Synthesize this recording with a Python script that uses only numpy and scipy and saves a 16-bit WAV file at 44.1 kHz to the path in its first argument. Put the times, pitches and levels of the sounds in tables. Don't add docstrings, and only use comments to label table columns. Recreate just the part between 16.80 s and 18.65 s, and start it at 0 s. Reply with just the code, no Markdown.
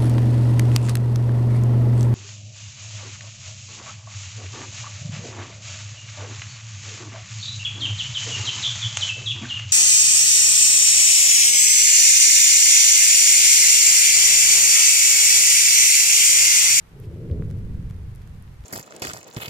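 import sys
import numpy as np
from scipy import signal
from scipy.fft import rfft, irfft
from scipy.io import wavfile
from scipy.ndimage import uniform_filter1d

SR = 44100
rng = np.random.default_rng(int(sys.argv[2]) if len(sys.argv) > 2 else 0)


def inscribe(sig):
    pcm = np.round(np.clip(np.atleast_2d(sig).T, -1, 1) * 32767)
    wavfile.write(sys.argv[1], SR, pcm.astype(np.int16))


N = 81585


def undb(db):
    return 10 ** (np.asarray(db) / 20)


def unit(x):
    return x / np.sqrt(np.mean(x ** 2) + 1e-18)


def pan(left_minus_right_db):
    return undb(np.array([[left_minus_right_db], [-left_minus_right_db]]) / 2)


def curve(table, column=1):
    rows = np.array(table)
    level_db = np.interp(np.arange(N) / SR, rows[:, 0], rows[:, column])
    return undb(level_db)


def colour(x, spectrum):
    point_hz, point_db = np.array(spectrum).T
    hz = np.maximum(np.arange(N + 1) * SR / (2 * N), 1)
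    gain = undb(np.interp(np.log(hz), np.log(point_hz), point_db))
    gain = gain / np.maximum(hz / point_hz[-1], 1) ** 2
    filtered = irfft(rfft(x, 2 * N) * gain)
    return unit(filtered[..., :N])


def impulses(per_s, spread_db):
    hit = rng.random(N) < per_s / SR
    size = undb(spread_db * rng.standard_normal(N).clip(-2, 2))
    direction = np.sign(rng.standard_normal(N))
    return hit * size * direction


PUFFS_PER_S, PUFF_SPREAD_DB = 970, 3.5
EVEN_S, EVEN_SHARE = 0.0347, 0.84


def churn(spectrum, side_db):
    mid = colour(impulses(PUFFS_PER_S, PUFF_SPREAD_DB), spectrum)
    power = uniform_filter1d(mid ** 2, int(EVEN_S * SR)) + 1e-9
    mid = unit(mid / power ** (EVEN_SHARE / 2))
    side = undb(side_db) * colour(rng.standard_normal(N), spectrum)
    return np.array([mid + side, mid - side])


# start_s, rumble_level_db, upper_rumble_level_db, roar_level_db
SURGE_LEVELS = [(0, -55.5, -57, -64.5), (.09, -58, -59, -66.5), (.15, -45.5, -47.5, -52.5),
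                (.26, -40, -45, -47), (.47, -37, -38, -40.5), (.52, -34.5, -34.5, -37.5),
                (.61, -38, -34, -38.5), (.67, -30, -36.5, -46), (.81, -37, -38.5, -49.5),
                (1.0, -35.5, -37.5, -52.5), (1.2, -40.5, -46.5, -57), (1.4, -41.5, -52, -61.5),
                (1.6, -43.5, -46.5, -63), (1.75, -43.5, -59, -64), (1.85, -49.5, -52, -72)]
# start_s, level_db
DEEP_LEVELS = [(0, -57), (.25, -47.5), (.47, -45.5), (.6, -33), (.73, -43.5), (.85, -33.5), (1.08, -37.5),
               (1.35, -41.5), (1.85, -49)]
# (per Hz, relative)
RUMBLE_SPECTRUM = [(35, -37), (55, -10.5), (76, -7.5), (102, -1), (130, -4.5), (165, -18), (220, -36),
                   (400, -48)]
# (per Hz, relative)
UPPER_SPECTRUM = [(90, -12), (125, -9.5), (168, 2.5), (205, -10), (245, -11), (310, -23.5), (500, -47.5)]
# (per Hz, relative)
ROAR_SPECTRUM = [(130, -10), (220, -3.5), (285, -3.5), (340, 3), (460, 0.5), (550, -8.5), (650, -16),
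                 (800, -32), (1300, -54)]
# (per Hz, relative)
DEEP_SPECTRUM = [(8, -7), (18, -10), (26, -9), (34, -13), (49, -4.5), (62, -8), (100, -33)]
RUMBLE_SIDE_DB, ROAR_SIDE_DB, DEEP_SIDE_DB = -18, -17.5, -17
RUMBLE_PAN_DB, ROAR_PAN_DB, DEEP_PAN_DB = 0.5, 0.5, -3.8


def fountain():
    rumble = churn(RUMBLE_SPECTRUM, RUMBLE_SIDE_DB) * curve(SURGE_LEVELS, column=1) * pan(RUMBLE_PAN_DB)
    upper = churn(UPPER_SPECTRUM, RUMBLE_SIDE_DB) * curve(SURGE_LEVELS, column=2)
    roar = churn(ROAR_SPECTRUM, ROAR_SIDE_DB) * curve(SURGE_LEVELS, column=3) * pan(ROAR_PAN_DB)
    deep = churn(DEEP_SPECTRUM, DEEP_SIDE_DB) * curve(DEEP_LEVELS) * pan(DEEP_PAN_DB)
    return rumble + upper + roar + deep


# (per Hz, relative)
HISS_SPECTRUM = [(100, 6), (400, 0.5), (800, 3.5), (1300, 0.5), (2000, -1), (3000, -6.5), (5000, -11.5),
                 (8000, -14.5), (13000, -16.5), (15000, -21)]
HISS_MID_DB, HISS_SIDE_DB = -60, 0.2


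def hiss():
    mid, side = colour(rng.standard_normal((2, N)), HISS_SPECTRUM)
    side = side * undb(HISS_SIDE_DB)
    return undb(HISS_MID_DB) * np.array([mid + side, mid - side])


# (per Hz, relative)
PATTER_SPECTRUM = [(500, -17.5), (1200, 13.5), (2200, 10), (4000, 6.5), (8000, 2.5), (14000, 2)]
PATTER_PER_S, PATTER_DB, PATTER_SPREAD_DB, PATTER_PAN_SPREAD_DB = 240, -72.5, 6, 6


def patter():
    hits = impulses(PATTER_PER_S, PATTER_SPREAD_DB)
    place_db = PATTER_PAN_SPREAD_DB * rng.standard_normal(N)
    placed = hits * undb(np.array([place_db, -place_db]) / 2)
    return undb(PATTER_DB) * colour(placed, PATTER_SPECTRUM)


# start_s, pitch_hz, level_db (before grit), rise_s, left_minus_right_db
TICK_EVENTS = [(.09, 13700, -47.5, .0002, -12), (.2005, 12800, -44, 0.00038, -6),
               (.242, 2830, -48, 0.0005, 1), (.4993, 1950, -41.5, 0.00036, 0),
               (.5134, 3600, -41.5, 0.00027, 0), (0.623, 1390, -33.5, 0.00043, -1),
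               (.7115, 1870, -42.5, 0.00039, -4), (.7115, 4900, -39, 0.000058, 4),
               (1.1097, 1400, -40.5, 0.00028, -4), (1.1097, 6500, -44.5, .0001, 1),
               (1.295, 11900, -47, 0.000088, -9), (1.3502, 10900, -44.5, 0.00013, -5),
               (1.3594, 10000, -44, 0.00013, 0), (1.6246, 10900, -48.5, 0.00038, 1),
               (1.678, 2620, -47, 0.00027, 2), (1.8396, 2260, -43, 0.0002, -9)]
TICK_GRIT = 2.1
TICK_ROUNDNESS = 2.8


def ticks():
    out = np.zeros((2, N))
    age = np.arange(512) / SR
    for start, hz, db, rise, pan_db in TICK_EVENTS:
        noise = uniform_filter1d(rng.standard_normal((2, len(age))), size=4)
        grit = TICK_GRIT * hz / 10000 * noise
        ring = np.sin(2 * np.pi * hz * age) * (1 + grit)
        shape = (age / rise * np.exp(1 - age / rise)) ** TICK_ROUNDNESS
        tick = undb(db) * pan(pan_db) * ring * shape
        i = int(start * SR)
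        out[:, i:i + len(age)] += tick[:, :N - i]
    return out


# start_s, pitch_hz, level_db (before shaping), length_s (to 17 dB down)
BLAST_EVENTS = [(0.192, 124, -28, 0.028), (.272, 95.5, -23, 0.03), (.328, 94.4, -30, 0.099),
                (.508, 82.8, -15.5, 0.044), (.574, 88, -19, 0.035), (.594, 156, -18, .03),
                (.627, 123, -24, 0.017), (.732, 95.2, -27, 0.06), (.782, 102, -29, 0.074),
                (.899, 64.5, -19, 0.019), (.944, 93, -20, 0.017), (.993, 93.5, -21.5, 0.015),
                (1.036, 59, -27, 0.059), (1.104, 104, -21.5, 0.028), (1.132, 81, -28, 0.071),
                (1.197, 73.6, -27.5, 0.045), (1.238, 71, -24, 0.024), (1.277, 105, -27, 0.027),
                (1.314, 93, -26.5, .03), (1.398, 101, -29, 0.02), (1.493, 71, -32.5, 0.036),
                (1.581, 105, -26, 0.017), (1.801, 66, -30.5, 0.027), (1.839, 87, -25.5, 0.016)]
BLAST_RISE_S, BLAST_FALL = 0.0047, 2.35


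def blasts():
    out = np.zeros(N)
    for start, hz, db, length in BLAST_EVENTS:
        age = np.maximum(np.arange(N) / SR - start, 0)
        rise = 1 - np.exp(-age / BLAST_RISE_S)
        fall = np.exp(-2 * (age / length) ** BLAST_FALL)
        out += undb(db) * rise * fall * np.sin(2 * np.pi * hz * age)
    return out * pan(RUMBLE_PAN_DB)


# middle_s, level_db, length_s (middle to 8.7 dB down), left_minus_right_db
SPATTER_EVENTS = [(0.245, -61, 0.015, -5), (0.703, -58, 0.0037, -16), (0.786, -65.5, 0.015, 7),
                  (1.1, -58.5, 0.005, -1), (1.42, -58, 0.0037, -9), (1.476, -57, 0.002, 1),
                  (1.546, -63, 0.0081, -1), (1.839, -58, 0.0046, 1)]
SPATTER_PER_S, SPATTER_SPREAD_DB = 1300, 3


def spatters():
    t = np.arange(N) / SR
    swell = np.zeros((2, N))
    for middle, db, length, pan_db in SPATTER_EVENTS:
        bell = np.exp(-((t - middle) / length) ** 2)
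        swell += undb(db) * pan(pan_db) * bell
    return swell * colour(impulses(SPATTER_PER_S, SPATTER_SPREAD_DB), PATTER_SPECTRUM)


def scene():
    return fountain() + hiss() + patter() + ticks() + blasts() + spatters()


TOP_HZ = 14200


def record(dry):
    low_pass = signal.ellip(8, .2, 70, TOP_HZ, fs=SR, output="sos")
    return signal.sosfilt(low_pass, dry)


dry = scene()
out = record(dry)
inscribe(out)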